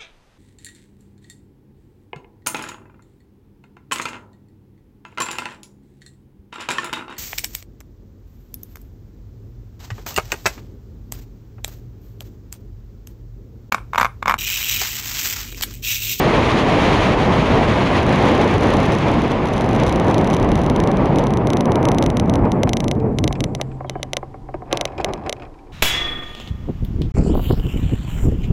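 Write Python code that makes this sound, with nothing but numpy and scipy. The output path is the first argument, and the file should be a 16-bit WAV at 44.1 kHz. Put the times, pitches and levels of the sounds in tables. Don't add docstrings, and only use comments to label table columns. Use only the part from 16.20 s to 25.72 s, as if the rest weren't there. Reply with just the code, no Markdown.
import sys
import numpy as np
from scipy import signal
from scipy.fft import rfft, irfft, next_fast_len
from scipy.io import wavfile
from scipy.ndimage import map_coordinates

SR = 44100
rng = np.random.default_rng(int(sys.argv[2]) if len(sys.argv) > 2 else 0)


def master(y):
    cut = np.clip(np.atleast_2d(y).T, -1, 1)
    pcm = np.round(cut * 32767)
    wavfile.write(sys.argv[1], SR, pcm.astype(np.int16))


N = 419832

# centre_hz, width_hz, gain_db
SHELL_MODES = [(380, 203, -3.5), (584, 60, -9.5), (735, 123, -1.5), (1057, 240, -11.5), (1660, 280, -26.5),
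               (2150, 190, -25.5)]
# centre_hz, width_hz, gain_db
PANEL_MODES = [(298.5, 38, 1), (361, 50, -3.5), (437, 26, -2.5), (771, 40, -1), (962, 155, -10.5)]
FULL_ROLL_DB = -18


def amp(db):
    return 10 ** (np.asarray(db) / 20)


def unit(x):
    return x / np.sqrt(np.mean(x ** 2) + 1e-20)


def along(points, hz):
    point_hz, values = np.transpose(points)
    return np.interp(np.log(hz + 1), np.log(point_hz), values)


def curves(rows):
    times, *columns = np.transpose(rows)
    return [np.interp(np.arange(N) / SR, times, column) for column in columns]


def wobble(rate_hz):
    knots = rng.standard_normal(int(N * rate_hz / SR) + 4)
    return map_coordinates(knots, [np.arange(N) * rate_hz / SR])


def filtered(x, response):
    size = next_fast_len(len(x) + 8192)
    return irfft(rfft(x, size) * response(np.fft.rfftfreq(size, 1 / SR)), size)[:len(x)]


def noise(spectrum):
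    return unit(filtered(rng.standard_normal(N), lambda hz: amp(along(spectrum, hz))))


def tone(rows, waver, waver_hz, flutter_db):
    hz, db = curves(rows)
    t = np.arange(N) / SR
    phase = 2 * np.pi * np.cumsum(hz * (1 + waver * wobble(waver_hz))) / SR
    sounding = (t > rows[0][0]) & (t < rows[-1][0])
    return sounding * amp(db + flutter_db * wobble(waver_hz)) * np.sqrt(2) * np.sin(phase)


def add(track, start_s, sound):
    start = round(start_s * SR)
    track[start:start + len(sound)] += sound[:N - start]


def impulse_response(modes, notches=(), size=4096):
    hz = np.fft.rfftfreq(size, 1 / SR)
    bell = lambda centre, width: 1 / (1 + ((hz ** 2 - centre ** 2) / (width * (hz + 1))) ** 2)
    gain = sum(amp(db) * bell(centre, width) for centre, width, db in modes)
    gain *= amp(sum(db * bell(centre, width) for centre, width, db in notches))
    cepstrum = irfft(np.log(gain + 1e-6))
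    cepstrum[1:size // 2] *= 2
    cepstrum[size // 2:] = 0
    ring = irfft(np.exp(rfft(cepstrum)))
    return ring / np.abs(ring).max()


def tilted(modes, db_per_octave):
    return [(hz, width, db + db_per_octave * np.log2(hz / modes[0][0])) for hz, width, db in modes]


def scattered_blow(body, size=128, count=80):
    # frequency_hz, decay_s
    decay_times = [(300, 0.087), (800, 0.088), (1500, 0.063), (4000, 0.032)]
    half = size // 2
    hz = np.fft.rfftfreq(size, 1 / SR)
    t = np.arange(count)[:, None] * half / SR
    white = rng.standard_normal((count + 1, half))
    frames = np.hstack([white[:-1], white[1:]]) * np.hanning(size)
    frames = irfft(rfft(frames) * amp(-60 * t / along(decay_times, hz)))
    scatter = (frames[:-1, half:] + frames[1:, :half]).ravel()
    blow = signal.fftconvolve(scatter, body)
    return blow / np.abs(blow).max()


def bending_blow(shell, travel_s, scatter_db, soft_hz=2900, echo_s=.0035, echo_db=-8, size=2048):
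    low_hz, top_hz = 200, 4000
    hz = np.fft.rfftfreq(size, 1 / SR)
    delay_s = travel_s * (np.sqrt(top_hz / np.clip(hz, low_hz, top_hz)) - 1)
    dispersion = np.exp(-2j * np.pi * np.cumsum(delay_s) * SR / size)
    echo = amp(echo_db) * np.exp(-2j * np.pi * hz * echo_s * rng.uniform(.8, 1.2))
    sweep = irfft(dispersion * (1 + echo) / (1 + (hz / soft_hz) ** 8))
    direct = signal.fftconvolve(sweep, shell)
    blow = amp(scatter_db) * scattered_blow(direct)
    blow[:len(direct)] += direct / np.abs(direct).max()
    return blow / np.abs(blow).max()


def linkage_blow(db_per_octave):
    # centre_hz, width_hz, gain_db
    modes = [(1500, 960, 0.5), (2480, 340, 5.5), (3220, 440, -8), (4050, 500, -12), (5050, 600, -12.5),
             (7040, 1600, -26)]
    return scattered_blow(impulse_response(tilted(modes, db_per_octave), size=1024))


def gusting():
    # centre_s, change_db, half_length_s
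    gusts = [(0.445, -2, 0.043), (0.844, 1, .05), (0.963, -2.5, 0.034), (1.107, -0.5, 0.033),
             (1.576, 1, 0.032), (1.775, 1.5, .04), (1.85, -3, 0.034), (2.058, 3, 0.032),
             (2.376, -3.5, 0.038), (2.92, 1.5, 0.11), (3.61, 3.5, 0.064), (3.91, 2.5, 0.023),
             (5.017, 4.5, 0.028)]
    t = np.arange(N) / SR
    return sum(db * np.exp(-((t - s) / width) ** 2) for s, db, width in gusts)


def lurching():
    # crest_s, strength_db, rise_s, fall_s
    lurches = [(8.535, -24.5, 0.071, 0.3), (8.803, -30.5, 0.026, 0.038), (8.89, -23, 0.1, 0.18),
               (9.071, -24.5, 0.038, 0.036), (9.23, -35, 0.076, 0.093)]
    t = np.arange(N) / SR
    return sum(amp(db - 20 * np.maximum((s - t) / rise, (t - s) / fall))
               for s, db, rise, fall in lurches)


def shaking(lurch_rumble_db=-13, lurch_roar_db=-10):
    # time_s, rumble_db, roar_db
    roll = [(0, -18, -18.5), (1.4, -18.5, -20), (2.25, -18, -18.5), (3.0, -17.5, -21), (3.34, -23, -24),
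            (3.55, -16.5, -21), (4.95, -16.5, -20), (5.3, -18, -23), (5.65, -15.5, -17.5),
            (5.9, -18.5, -25), (6.05, -17.5, -25.5), (6.2, -16, -22), (6.42, -16.5, -27),
            (6.58, -20, -32.5), (6.88, -18.5, -29.5), (6.96, -24, -40), (7.07, -17.5, -34),
            (7.14, -31.5, -39), (7.21, -20, -36), (7.47, -37.5, -45), (7.95, -41.5, -49), (8.25, -46, -53),
            (8.72, -41.5, -50), (8.9, -32, -46), (9.35, -54, -52), (9.52, -49, -51)]
    rumble_db, roar_db = curves(roll)
    lurch = lurching()
    return (20 * np.log10(np.hypot(amp(rumble_db), amp(lurch_rumble_db) * lurch)),
            20 * np.log10(np.hypot(amp(roar_db), amp(lurch_roar_db) * lurch)))


def field_quiet(level_db=-58):
    # frequency_hz, density_db
    spectrum = [(100, 3), (1000, -8), (2500, -16), (5000, -19.5), (7200, -24), (10000, -29.5), (12500, -30),
                (15000, -44)]
    return amp(level_db) * noise(spectrum)


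def rustle(flicker_db=3):
    # time_s, level_db
    levels = [(6.1, -90), (6.25, -76), (6.55, -72), (6.8, -83), (7.0, -73), (7.35, -70), (7.58, -75),
              (7.65, -90)]
    # frequency_hz, density_db
    spectrum = [(3500, -28), (6300, -14), (7200, 2), (8000, 0), (8900, -13), (14000, -28)]
    db, = curves(levels)
    return amp(db) * unit(amp(flicker_db * wobble(90)) * noise(spectrum))


def squeak(upper_ratio=1.19, upper_db=-11):
    # time_s, pitch_hz, level_db
    lower = [(7.65, 3300, -90), (7.67, 3230, -58), (7.71, 3020, -60), (7.76, 3060, -66), (7.81, 3010, -63),
             (7.87, 3000, -71)]
    upper = [(s, upper_ratio * hz, db + upper_db) for s, hz, db in lower]
    return (tone(lower, waver=.017, waver_hz=370, flutter_db=-2)
            + tone(upper, waver=.03, waver_hz=370, flutter_db=-4))


def drone():
    # time_s, pitch_hz, level_db
    course = [(6.6, 138, -35), (7.3, 135, -31), (7.6, 131, -33.5), (8.15, 131, -43), (8.55, 129, -38.5),
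              (8.8, 126.5, -48), (9.1, 126, -49), (9.4, 126, -60)]
    return tone(course, waver=.0178, waver_hz=23, flutter_db=3)


def groan():
    # time_s, pitch_hz, level_db
    course = [(6.72, 448, -47), (6.82, 442.5, -24.5), (6.9, 434, -25), (6.96, 435, -41), (7.25, 444, -43),
              (7.55, 437, -49), (7.8, 424, -84)]
    return tone(course, waver=.061, waver_hz=76, flutter_db=2.5)


def wing_vibration(sway_db=-37.5, sway_follows=.21, flex_db=2,
                   panel_db=-29, panel_follows=.65, throb_db=2, resting_db=-49):
    # frequency_hz, density_db
    shudder = [(8, -20.5), (18, -3), (28, 6), (38, 2), (55, -26), (120, -89)]
    rumble_db, roar_db = shaking()
    shudder_db = sway_db + sway_follows * (rumble_db - FULL_ROLL_DB)
    sway = amp(shudder_db + flex_db * wobble(4.8)) * noise(shudder)
    panels = signal.fftconvolve(rng.standard_normal(N), impulse_response(PANEL_MODES, size=16384))[:N]
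    drive = np.hypot(amp(panel_db + panel_follows * (roar_db - FULL_ROLL_DB)), amp(resting_db))
    return sway + drive * amp(throb_db * wobble(15)) * unit(panels)


def airflow(gain_db=3, fizz_db=-8, fizz_follows=1.42, flutter_db=1):
    # time_s, relative_db
    levels = [(0, -26), (.8, -25), (.92, -27), (2.2, -28), (2.75, -30), (3.26, -34), (3.8, -34.5),
              (4.5, -38), (4.95, -38.5), (5.15, -44), (5.7, -45), (6.5, -54), (6.72, -65), (7.8, -66),
              (8.3, -73)]
    # frequency_hz, density_db
    hiss_spectrum = [(300, -20), (600, -1), (1050, 7.5), (1450, 0.5), (1800, 2), (2200, 1.5), (3300, -6.5),
                     (4000, -18.5), (5000, -20), (6500, -36), (8000, -47), (10200, -57), (15000, -59.5)]
    # frequency_hz, density_db
    fizz_spectrum = [(1500, -2), (3300, 3), (4100, 0.5), (5000, -8.5), (6500, -9), (8000, -20.5),
                     (10200, -21), (12000, -33), (14200, -36), (15500, -42)]
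    hiss_db, = curves(levels)
    loudest_db = hiss_db.max()
    slowing_db = hiss_db - loudest_db + gusting() + flutter_db * wobble(45)
    hiss = amp(slowing_db) * noise(hiss_spectrum)
    fizz = amp(fizz_follows * slowing_db + fizz_db) * noise(fizz_spectrum)
    return amp(loudest_db + gain_db) * (hiss + fizz)


def clacks(gain_db=-3.5):
    # start_s, relative_db, brightness_db_per_octave
    contacts = [(6.189, -35, 7), (6.252, -29, 2), (6.473, -21, 0), (6.799, -34, 8), (7.153, -26.5, 1),
                (7.516, -35, -3), (8.341, -33, -2), (8.512, -25, -4), (8.545, -24, -2), (8.675, -28, 6),
                (8.78, -20, 4), (8.802, -28, 7), (8.812, -24, 7), (9.063, -22, 3), (9.166, -37, 0),
                (9.198, -32, -1), (9.221, -29, -3), (9.251, -36, 0), (9.34, -45, 0), (9.388, -41, 0),
                (9.469, -46, -2)]
    track = np.zeros(N)
    for s, db, brightness in contacts:
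        add(track, s, amp(db + gain_db) * linkage_blow(brightness))
    return track


def rattle(start_s=8.44, end_s=9.3, count=120, gain_db=-2, spread_db=2, edge_db=-19, edge_spread_db=5):
    track, shell = np.zeros(N), impulse_response(SHELL_MODES)
    times = start_s + (end_s - start_s) * (np.arange(count) + rng.random(count)) / count
    for s, (force, hardness) in zip(times, np.clip(rng.standard_normal((count, 2)), -2, 2)):
        add(track, s, amp(spread_db * force) * bending_blow(shell, travel_s=.0022, scatter_db=-4))
        add(track, s, amp(edge_spread_db * hardness + edge_db) * linkage_blow(1 + hardness))
    track /= np.std(track[round(start_s * SR):round(end_s * SR)])
    return amp(gain_db) * lurching() * track


def knocks(gain_db=1, panel_db=-20):
    # start_s, relative_db
    bumps = [(6.188, -32), (6.433, -11.5), (6.473, -13.5), (7.107, -17), (7.399, -19.5), (7.606, -20.5),
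             (7.645, -21.5), (7.754, -18), (7.796, -29), (8.028, -19.5), (8.142, -27), (8.287, -25.5),
             (8.341, -17.5), (8.42, -25), (8.512, -24), (8.528, -14), (8.782, -20.5), (8.798, -15),
             (9.061, -21)]
    track = np.zeros(N)
    shell = impulse_response(tilted(SHELL_MODES, db_per_octave=1))
    panels = impulse_response(PANEL_MODES)
    for s, db in bumps:
        blow = bending_blow(shell, travel_s=.002, scatter_db=-6)
        ring = signal.fftconvolve(blow, panels)
        add(track, s, amp(db + gain_db) * blow)
        add(track, s, amp(db + gain_db + panel_db) * ring / np.abs(ring).max())
    return track


def thud(start_s=8.529, peak_db=-8):
    # centre_hz, width_hz, gain_db
    spar_modes = [(319, 100, 0), (543, 87, -2), (985, 100, -11), (1140, 97, -8)]
    track = np.zeros(N)
    add(track, start_s, amp(peak_db) * impulse_response(spar_modes))
    return track


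def light_contacts(bounce_s=.032, jitter_s=.003, bounce_db=-30, stray_db=-34, spread_db=.5, strays=40):
    run_s = np.arange(1.83, 2.42, bounce_s)
    run_s += jitter_s * rng.standard_normal(len(run_s))
    bounces = zip(run_s, rng.normal(bounce_db, spread_db, len(run_s)))
    touches = zip(rng.uniform(2.4, 4.5, strays), rng.normal(stray_db, spread_db, strays))
    return list(bounces) + list(touches)


def fitting_ticks(gain_db=11, hard_db=-14, light_db=-26, brightening=.027, mode_spread_db=1.3,
                  hold_s=.0045, damp_s=.031, wing_db=-20, settle_db=-30):
    # start_s, relative_db
    contacts = [(2.4327, -29), (2.4379, -28), (2.4723, -31), (2.5043, -26), (2.5376, -24), (2.5698, -24),
                (2.603, -27), (2.6323, -28), (2.656, -28), (2.6625, -28), (2.7211, -28), (2.7272, -29),
                (2.7344, -31), (2.7511, -27), (2.7866, -28), (2.9162, -31), (3.0196, -29), (3.1174, -28),
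                (3.2567, -29), (3.287, -31), (3.3365, -28), (3.3799, -28), (3.4101, -28), (3.4442, -32),
                (3.4906, -28), (3.5318, -30), (3.5625, -29), (3.5999, -26), (3.6354, -23), (3.6658, -25),
                (3.6728, -28), (3.6801, -28), (3.695, -24), (3.7259, -23), (3.7597, -24), (3.7991, -25),
                (3.883, -28), (3.9121, -27), (3.9442, -22), (3.9817, -23), (4.0132, -30), (4.0454, -28),
                (4.075, -28), (4.1018, -26), (4.109, -31), (4.1328, -26), (4.1389, -23), (4.1469, -25),
                (4.1674, -24), (4.1994, -30), (4.2285, -28), (4.2901, -31), (4.3178, -23), (4.3558, -24),
                (4.417, -30), (4.4365, -31), (4.4636, -27), (4.4996, -21), (4.5624, -22), (4.602, -22),
                (4.6383, -26), (4.6745, -25), (4.7158, -28), (4.7711, -30), (4.8576, -31), (4.9594, -27),
                (4.986, -21), (4.9936, -30), (5.0394, -30), (5.0694, -25), (5.1066, -31), (5.1376, -26),
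                (5.1728, -26), (5.2717, -23), (5.3034, -20), (5.3339, -20), (5.3705, -21), (5.4082, -20),
                (5.4564, -26), (5.5197, -23), (5.5569, -22), (5.6293, -29), (5.6539, -18), (5.6873, -19),
                (5.7175, -21), (5.7471, -28), (5.7849, -17), (5.8257, -18), (5.8397, -27), (5.863, -19),
                (5.9023, -24), (5.9706, -19), (5.9984, -17), (6.0589, -40), (6.0779, -46), (6.0972, -22),
                (6.1388, -25), (6.1563, -23), (6.319, -22), (6.4334, -14), (6.4931, -19), (6.5334, -13),
                (6.57, -17), (6.6044, -18), (6.643, -25), (6.682, -19), (6.7138, -15), (6.7519, -46),
                (6.9869, -16), (7.0411, -15), (7.0779, -15), (7.1273, -21), (7.206, -18), (7.241, -16),
                (7.3505, -20), (7.4141, -15), (7.6968, -18), (7.8304, -16), (7.9334, -14), (7.9688, -12),
                (8.5279, -10), (8.5731, -16), (8.6117, -12), (8.6541, -14), (8.8457, -11), (8.9361, -22),
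                (9.0954, -16), (9.1274, -17)]
    # centre_hz, width_hz, gain_db
    housing_modes = [(568, 250, 4), (1020, 150, -16.5), (2040, 410, -3.5), (2990, 750, -8),
                     (3785, 760, -7.5), (5340, 710, -15.5), (6070, 510, -7), (7090, 250, -18),
                     (8280, 700, -26), (9650, 900, -22.5), (10470, 720, -21.5), (11845, 500, -30.5),
                     (14045, 447, -32)]
    # centre_hz, width_hz, gain_db
    notches = [(1844, 130, -14.5), (4920, 66, -18), (5590, 72, -20), (6400, 86, -18), (13087, 460, -13)]
    track, shell = np.zeros(N), impulse_response(SHELL_MODES)
    housing = impulse_response(housing_modes, notches)
    for s, db in list(contacts) + light_contacts():
        modes = [(hz, width, level + mode_spread_db * rng.standard_normal())
                 for hz, width, level in tilted(housing_modes, brightening * (hard_db - db))]
        ring = impulse_response(modes, notches, size=2048)
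        damping = amp(-60 * np.maximum(np.arange(len(ring)) / SR - hold_s, 0) / damp_s)
        add(track, s, amp(db + gain_db) * ring * damping)
        if db > light_db:
            add(track, s, amp(db + gain_db + wing_db) * scattered_blow(shell))
            add(track, s, amp(db + gain_db + settle_db) * scattered_blow(housing))
    return track


def rolling(buffet_db=-27, buffet_follows=.6, gust_db=2, jolt_db=1.5, swell_db=.78, roar_follows=.61):
    # frequency_hz, density_db
    buffet_spectrum = [(15, -31.5), (35, 0), (48, 9), (62, 7.5), (85, 7.5), (120, 4), (300, -88.5)]
    # frequency_hz, density_db
    rumble_spectrum = [(40, -38), (75, -7), (105, -1.5), (150, -0.5), (250, -2), (340, -7), (480, -13),
                       (900, -24), (2000, -91)]
    # frequency_hz, density_db
    roar_spectrum = [(150, -23), (300, 1.5), (420, 1.5), (600, 1), (780, -2), (900, -3), (1100, -6.5),
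                     (1450, -17), (2300, -23), (4000, -57), (9000, -97)]
    rumble_db, roar_db = shaking()
    turf_db = jolt_db * wobble(35) + swell_db * wobble(10)
    wind_db = buffet_db + buffet_follows * (rumble_db - FULL_ROLL_DB) + gust_db * wobble(6.3)
    buffet = amp(wind_db) * noise(buffet_spectrum)
    rumble = amp(rumble_db + .43 * turf_db) * noise(rumble_spectrum)
    roar = amp(roar_db + turf_db + roar_follows * gusting()) * noise(roar_spectrum)
    return buffet + rumble + roar


def scene():
    rush = rolling() + airflow() + field_quiet() + wing_vibration() + rustle()
    tones = drone() + groan() + squeak()
    impacts = knocks() + thud() + clacks() + rattle() + fitting_ticks()
    return (rush + tones + impacts)[None]


def record(dry):
    ceiling, top_hz = .9, 16000
    rounded = dry / (1 + (dry / ceiling) ** 6) ** (1 / 6)
    return np.array([filtered(channel, lambda hz: hz < top_hz) for channel in rounded])


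dry = scene()
out = record(dry)
master(out)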